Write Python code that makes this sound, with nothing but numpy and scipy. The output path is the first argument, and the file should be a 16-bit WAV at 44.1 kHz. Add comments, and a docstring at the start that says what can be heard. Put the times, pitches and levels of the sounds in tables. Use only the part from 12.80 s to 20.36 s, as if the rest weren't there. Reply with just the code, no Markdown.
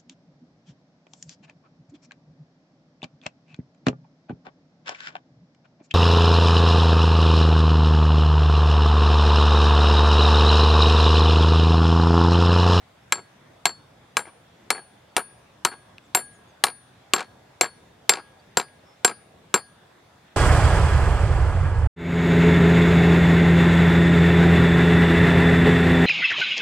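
"""A steel hammer drives a metal pin through the foot of a tube stand into hard ground, about twice a second.
Each impact cracks and excites the normal modes of the bodies it reaches: the soil thuds, the stand
knocks, and pin, hammer head and tube ring. The loose foot then rattles in inelastic bounces.
Behind the work are a light breeze and a few distant birds, in the open air by a lake.
The close microphone overloads on the sharpest peaks."""
import sys
import numpy as np
from scipy import signal
from scipy.fft import rfft, irfft, next_fast_len
from scipy.io import wavfile
from scipy.ndimage import uniform_filter1d

SR = 44100
rng = np.random.default_rng(int(sys.argv[2]) if len(sys.argv) > 2 else 0)


def digitize_waveform(pressure):
    """Quantize a signal to 16-bit integers and store it at the path in sys.argv[1].

    Rows of a 2-D input are taken as channels; values are limited to [-1, 1].
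    """
    field = np.atleast_2d(pressure).T
    bounded = np.clip(field, -1, 1)
    quanta = np.round(bounded * 32767).astype(np.int16)
    wavfile.write(sys.argv[1], SR, quanta)


N = 333396

# Spectrum of the breeze: frequency_hz, relative_density_db
BREEZE_SPECTRUM = [(25, -6), (50, -7.5), (125, -1), (220, -5.5), (320, -8.5), (720, -7.5), (1300, -13),
                   (1650, -13.5), (2100, -16.5), (3100, -20.5), (3500, -16.5), (4000, -23), (10000, -32.5),
                   (16000, -42)]
# Likeness of the breeze at left and right: frequency_hz, coherence
BREEZE_COHERENCE = [(35, .3), (75, 1), (180, 1), (550, 0.37), (1650, 0.39), (4970, 0.038), (15000, 0.064)]
# Distant bird notes: start_s, length_s, start_hz, middle_hz, end_hz, level_db
BIRD_NOTES = [(.215, 0.039, 5100, 5400, 5430, -68), (3.232, .05, 7940, 7200, 6200, -65),
              (3.42, .055, 7600, 7000, 6200, -61), (3.52, 0.06, 7600, 6960, 6000, -60),
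              (3.67, 0.051, 6900, 6550, 5900, -63.5), (5.076, 0.097, 3750, 3680, 3620, -66),
              (5.586, 0.0316, 4490, 4600, 4800, -58), (5.949, 0.028, 5680, 5650, 5340, -68.5),
              (5.985, 0.018, 4060, 4250, 4150, -61.5), (6.036, 0.13, 5360, 5370, 5230, -61)]

# Hammer blows and the ringing each excites:
# start_s, force_db, ping_db, overtone_db, clang_db, shimmer_db, tube_db
BLOWS = [(0.3229, -1, -19.5, -53.5, -33.5, -46.5, -53), (0.8553, 1.5, -19, -40, -26.5, -47, -59),
         (1.369, -3, -25.5, -36, -44.5, -36, -57), (1.904, -3, -29, -55, -29.5, -32.5, -47.5),
         (2.366, -2.5, -33, -30.5, -40, -30.5, -49), (2.8497, 1, -24.5, -35.5, -33.5, -37, -50.5),
         (3.3488, -1.5, -10.5, -23.5, -36, -28.5, -43), (3.8388, 4, -28, -29, -32, -30, -50.5),
         (4.3358, 1.5, -16, -31, -31.5, -48, -48), (4.8107, 2, -12.5, -33, -30, -39.5, -51.5),
         (5.2938, 6.5, -6, -31.5, -32, -38.5, -42), (5.7714, -1, -12, -33, -40.5, -41.5, -47),
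         (6.2473, 3, -7, -34, -36, -32, -50), (6.7413, 0, -6.5, -31.5, -33.5, -36.5, -49.5)]
# Heavily damped modes of soil, stand and steel, heard at each contact: pitch_hz, relative_db, t60_s
SOIL_MODES = [(130, -22.5, 0.049), (206, -13, .06), (292, -6.5, 0.015), (371, -2, 0.055),
              (443.7, 4.5, 0.017), (488, 1, 0.035)]
STAND_MODES = [(732, -4, 0.05), (825, -3, 0.03), (938.6, -3, 0.044), (1108, -2.5, 0.052),
               (1213, -5.5, 0.028), (1294, -1.5, 0.054), (1437, -2.5, 0.053), (1604, -2, 0.069),
               (1666, -2, 0.046), (2090, 2, 0.022), (2333, -0.5, .035), (2630, -5, 0.023),
               (3251, -10, 0.036)]
CLINK_MODES = [(4080, 5, 0.032), (6320, -6.5, 0.031), (7900, -4.5, 0.019)]
# Longitudinal modes of the pin, damped by the ground: pitch_hz, relative_db
PING_MODES = [(7483, 0)]
OVERTONE_MODES = [(12308, 0), (15365, -20)]
# Freer modes of the steel of hammer head, pin and tube: pitch_hz, relative_db, t60_s
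CLANG_MODES = [(4396, 0, .25), (4436, -6, .2)]
CROSS_CLANG_MODES = [(4847, 0, .25), (4861, -9, .2)]
SHIMMER_MODES = [(9522, 10, .085), (9609, 0, .38)]
TUBE_MODES = [(1647, 0, .65)]
# The pin's cross clang, freed as the hand slides down it: time_s, level_at_unit_force_db
GRIP_LEVELS = [(4.85, -51), (5.25, -35.5), (5.75, -40), (6.7, -39.5)]
# Spectra of steel on steel, crumbling soil, the foot's clack and grit: frequency_hz, relative_density_db
CRACK_SPECTRUM = [(200, -26), (1500, -7), (2500, 0), (3400, 0.5), (4200, 1), (5100, -0.5), (6800, -3.5),
                  (7900, 0.5), (10000, -6), (13000, -13.5), (15000, -29.5), (16500, -41)]
CRUMBLE_SPECTRUM = [(60, -27), (180, -5), (400, 1), (600, -0.5), (900, 2), (1600, -0.5), (2000, -6),
                    (2500, -8.5), (4500, -20.5), (9000, -31.5), (16000, -56)]
CLACK_SPECTRUM = [(200, -17.5), (1500, 0), (2600, -0.5), (3300, -3.5), (4200, 1), (5600, -9), (8500, -10.5),
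                  (11000, -23.5), (13000, -29), (14500, -53.5)]
GRIT_SPECTRUM = [(300, -25), (900, -8), (2100, 9), (4000, -5), (8000, -20), (16000, -40)]
# The foot jumps and lands on the pin again: start_s, knock_db, crack_db
REBOUNDS = [(0.356, -41, -45), (0.8675, -30.5, -30), (1.3917, -32, -39.5), (1.928, -38.5, -48),
            (2.378, -25, -32.5), (2.871, -34.5, -42), (3.372, -30, -35.5), (3.8677, -31, -33.5),
            (3.8835, -40, -41), (4.3625, -31, -29.5), (4.3831, -38.5, -36.5), (4.394, -32.5, -37.5),
            (4.406, -39.5, -34.5), (4.833, -30, -44), (4.843, -33, -37), (5.32, -28, -42),
            (5.3364, -31, -27), (5.798, -28.5, -29.5), (6.278, -31, -32.5), (6.7592, -27.5, -35)]
# The stand rocks to rest: start_s, length_s, level_db
CHATTERS = [(.372, .025, -42.5), (1.456, 0.039, -46), (1.948, 0.044, -40), (2.915, 0.024, -43.5),
            (4.379, 0.041, -36), (4.851, .015, -39), (5.374, .03, -39.5), (6.292, 0.02495, -36.5)]
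# Grit clicks under the hand: start_s, level_db
GRIT_TICKS = [(3.1822, -45.5), (5.885, -59)]

# Level difference between the microphone ports: frequency_hz, left_minus_right_db
PORT_BALANCE = [(420, -1.54), (690, 6.5), (1200, 1.8), (2800, 3.5), (3500, 1.54), (4900, 2.54), (6800, 4),
                (7500, 1), (8300, 0.7), (9600, 5), (12300, -4.5)]
# Phase difference between the ports: frequency_hz, left_lead_rad
PORT_PHASE = [(200, -0.13), (580, 0.8), (800, 0), (5700, -0.02), (6800, -.15), (7500, -0.03), (9600, -0.19),
              (12300, -0.24)]


def amp(db):
    """Amplitude ratio of a level in decibels."""
    return 10 ** (np.asarray(db) / 20)


def unit_rms(x):
    """Normalisation to an rms of 1."""
    return x / np.sqrt(np.mean(x ** 2) + 1e-20)


def curve_at(points, hz):
    """Interpolation of (frequency_hz, value) points on a logarithmic frequency axis."""
    frequencies, values = np.transpose(points)
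    return np.interp(np.log(hz + 1), np.log(frequencies), values)


def seconds(length_s):
    """Uniformly sampled time."""
    return np.arange(int(length_s * SR)) / SR


def add(track, start_s, sound):
    """Linear superposition of a sound on the track."""
    part = track[round(start_s * SR):][:len(sound)]
    part += sound[:len(part)]


def filtered(x, response):
    """Linear filtering: the spectrum is multiplied by a frequency response."""
    size = next_fast_len(N + 8192)
    return irfft(rfft(x, size) * response(np.fft.rfftfreq(size, 1 / SR)), size)[..., :N]


def lowpass(x, corner_hz):
    """Third-order roll-off of the treble."""
    return signal.sosfilt(signal.butter(3, corner_hz, fs=SR, output="sos"), x)


def minimum_phase(spectrum, size=512):
    """Folding the cepstrum gives the most compact causal impulse response with this spectrum."""
    cepstrum = irfft(np.log(amp(curve_at(spectrum, np.fft.rfftfreq(size, 1 / SR)))))
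    cepstrum[1:size // 2] *= 2
    cepstrum[size // 2 + 1:] = 0
    return irfft(np.exp(rfft(cepstrum)))


def breeze(level_db, flicker_db):
    """Partially coherent noise, nearly mono in the bass and wide in the treble, flickers slightly."""
    def mid_side_response(hz):
        angle = np.arccos(np.clip(curve_at(BREEZE_COHERENCE, hz), 0, 1)) / 2
        return amp(curve_at(BREEZE_SPECTRUM, hz)) * [np.cos(angle), np.sin(angle)]

    spectra = signal.stft(rng.standard_normal((2, N)), nperseg=512)[2]
    patches = uniform_filter1d(rng.standard_normal(spectra.shape[1:]), size=5, axis=0)  # over frequency
    patches = uniform_filter1d(patches, size=18, axis=1)  # over time
    noise = signal.istft(spectra * amp(flicker_db * unit_rms(patches)), nperseg=512)[1][:, :N]
    mid, side = filtered(noise, mid_side_response)
    return amp(level_db) * unit_rms(np.array([mid + side, mid - side]))


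def birds():
    """Frequency modulation: each thin whistle glides through three pitches and wavers a little."""
    track = np.zeros(N)
    for start_s, length_s, start_hz, middle_hz, end_hz, level_db in BIRD_NOTES:
        progress = seconds(length_s) / length_s
        glide_hz = np.polyval(np.polyfit([0, .5, 1], [start_hz, middle_hz, end_hz], 2), progress)
        waver = 0.01 * unit_rms(lowpass(rng.standard_normal(len(progress)), corner_hz=250))
        phase = 2 * np.pi * np.cumsum(glide_hz * (1 + waver)) / SR
        add(track, start_s, amp(level_db - 3) * np.sin(np.pi * progress) * np.sin(phase))
    return track


def ring(modes, t, scatter_db):
    """Free vibration is a sum of damped modes, whose strengths and signs vary with each strike."""
    sound = np.zeros(len(t))
    for hz, db, t60_s in modes:
        sign = rng.choice([-1, 1])
        envelope = amp(db + scatter_db * rng.normal() - 60 * t / t60_s)
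        sound += sign * envelope * np.cos(2 * np.pi * hz * t)
    return sound


def burst(t, t60_s):
    """Exponentially decaying noise: the crunch of a contact."""
    return rng.standard_normal(len(t)) * amp(-60 * t / t60_s)


def contact_force(t, t60_s, impulse_db, corner_hz):
    """Compliance low-passes the force: a crunch plus an impulse, its energy set against the crunch's."""
    crunch = burst(t, t60_s)
    impulse = amp(impulse_db) * np.linalg.norm(crunch) * (t == 0)
    return lowpass(crunch + impulse, corner_hz)


def struck(force, impulse_response):
    """Convolution gives a body's response to a force, scaled here to rms 1 over its first 10 ms."""
    sound = signal.fftconvolve(force, impulse_response)[:len(force)]
    return sound / np.sqrt(np.mean(sound[:SR // 100] ** 2))


def impact(thud_db, knock_db, crack_db, tilt_db_per_octave, spectrum,
           force_t60_s, crack_t60_s, grit_db, grit_t60_s, clink_db):
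    """A brief force is broadband: it excites soil, stand and steel, and cracks with a gritty tail."""
    t = seconds(.25)
    stand_modes = [(hz, db + tilt_db_per_octave * np.log2(min(hz, 2000) / 1000), t60_s)
                   for hz, db, t60_s in STAND_MODES]
    soil_force = contact_force(t, force_t60_s, impulse_db=0, corner_hz=1500)
    thud = struck(soil_force, ring(SOIL_MODES, t, scatter_db=2.5))
    stand_force = contact_force(t, force_t60_s, impulse_db=3.5, corner_hz=3950)
    knock = struck(stand_force, ring(stand_modes, t, scatter_db=3))
    crunch = burst(t, crack_t60_s) + amp(grit_db) * burst(t, grit_t60_s)
    crack = struck(crunch, minimum_phase(spectrum))
    clink = amp(clink_db) * ring(CLINK_MODES, t, scatter_db=1.5) * (1 - np.exp(-t / 0.00026))
    return amp(thud_db) * thud + amp(knock_db) * knock + amp(crack_db) * (crack + clink)


def crumble(t):
    """Dry soil yields around the pin and radiates a burst of coloured noise."""
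    return struck(burst(t, t60_s=0.1), minimum_phase(CRUMBLE_SPECTRUM))


def hammer_blows(body_share=0.27, topsoil_depth=0.26):
    """The point of impact weights the steel's modes; firmer soil thuds louder and damps the pin sooner."""
    track, t = np.zeros(N), seconds(.7)
    for start_s, force_db, ping_db, overtone_db, clang_db, shimmer_db, tube_db in BLOWS:
        depth = start_s * SR / N  # fraction of the pin's way down
        looseness = np.clip(1 - depth / topsoil_depth, 0, 1)
        body_db = body_share * force_db  # soil and stand follow the force only in part
        soil_db = body_db - 2.5 * looseness
        blow = impact(thud_db=-34.5 + 13.5 * depth + soil_db, knock_db=-18 + 0.5 * depth + body_db,
                      crack_db=-17.5 + force_db, tilt_db_per_octave=-2 + 14 * looseness,
                      spectrum=CRACK_SPECTRUM, force_t60_s=0.011, crack_t60_s=0.016,
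                      grit_db=-18, grit_t60_s=0.068, clink_db=-8)
        add(track, start_s, blow)
        add(track, start_s, amp(-27.5 + 5 * depth + soil_db) * crumble(t))
        ping_t60_s, overtone_t60_s = .145 - .07 * depth, .1
        cross_clang_db = np.interp(start_s, *np.transpose(GRIP_LEVELS)) + force_db
        families = [([(hz, db, ping_t60_s) for hz, db in PING_MODES], ping_db),
                    ([(hz, db, overtone_t60_s) for hz, db in OVERTONE_MODES], overtone_db),
                    (CLANG_MODES, clang_db), (SHIMMER_MODES, shimmer_db), (TUBE_MODES, tube_db),
                    (CROSS_CLANG_MODES, cross_clang_db)]
        steel = sum(amp(db) * ring(modes, t, scatter_db=1.5) for modes, db in families)
        add(track, start_s, steel * (1 - np.exp(-t / 0.00065)))
    return track


def foot_tap(knock_db, crack_db):
    """A softer impact excites less treble: the loose foot clacks on the pin and scuffs the soil."""
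    clack = impact(knock_db - 7, knock_db, crack_db, tilt_db_per_octave=-4.5, spectrum=CLACK_SPECTRUM,
                   force_t60_s=.007, crack_t60_s=0.02, grit_db=-20.5, grit_t60_s=0.05, clink_db=-9)
    return clack + amp(knock_db - 5.5) * crumble(seconds(.25))


def foot_rattle(bounces=4, first_flight_s=.017, restitution=.85, knock_loss_db=9, crack_loss_db=11.5):
    """Inelastic collisions lose energy, so each bounce is weaker and, on average, shorter."""
    track = np.zeros(N)
    for landing_s, knock_db, crack_db in REBOUNDS:
        for k in range(bounces):
            add(track, landing_s, foot_tap(knock_db - knock_loss_db * k, crack_db - crack_loss_db * k))
            landing_s += first_flight_s * restitution ** k * np.exp(.12 * rng.normal())
    return track


def stand_chatter(gap_s=.01, fade_db=3):
    """Damped rocking: the stand comes to rest in quick, dull, uneven taps."""
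    track = np.zeros(N)
    for start_s, length_s, level_db in CHATTERS:
        for delay_s in np.arange(0, length_s, gap_s):
            knock_db = level_db - fade_db * delay_s / length_s + 1.3 * rng.normal()
            jitter_s = .15 * gap_s * rng.normal()
            add(track, start_s + delay_s + jitter_s, foot_tap(knock_db, crack_db=knock_db - 22.5))
    return track


def grit_ticks():
    """Grains of grit click with too little momentum to excite the stand."""
    track, t = np.zeros(N), seconds(.05)
    for start_s, level_db in GRIT_TICKS:
        add(track, start_s, amp(level_db) * struck(burst(t, t60_s=0.007), minimum_phase(GRIT_SPECTRUM)))
    return track


def microphone_ports(x):
    """A near source reaches the two ports with frequency-dependent differences of level and phase."""
    half = np.array([[.5], [-.5]])
    return filtered(x, lambda hz: amp(half * curve_at(PORT_BALANCE, hz))
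                    * np.exp(1j * half * curve_at(PORT_PHASE, hz)))


def scene():
    """Free-field superposition: the work close by, birds and breeze far behind, and no reflections."""
    work = hammer_blows() + foot_rattle() + stand_chatter() + grit_ticks()
    return microphone_ports(work) + birds() + breeze(level_db=-54.5, flicker_db=1.58)


def record(dry):
    """Saturation rounds off peaks near full scale; band limiting cuts the deepest bass and top treble."""
    ceiling, bottom_hz, top_hz = .93, 60, 16000
    clipped = dry / (1 + np.abs(dry / ceiling) ** 8) ** (1 / 8)
    low_cut = signal.sosfilt(signal.butter(3, bottom_hz, "highpass", fs=SR, output="sos"), clipped)
    return filtered(low_cut, lambda hz: 1 / np.sqrt(1 + (hz / top_hz) ** 200))


dry = scene()
out = record(dry)
digitize_waveform(out)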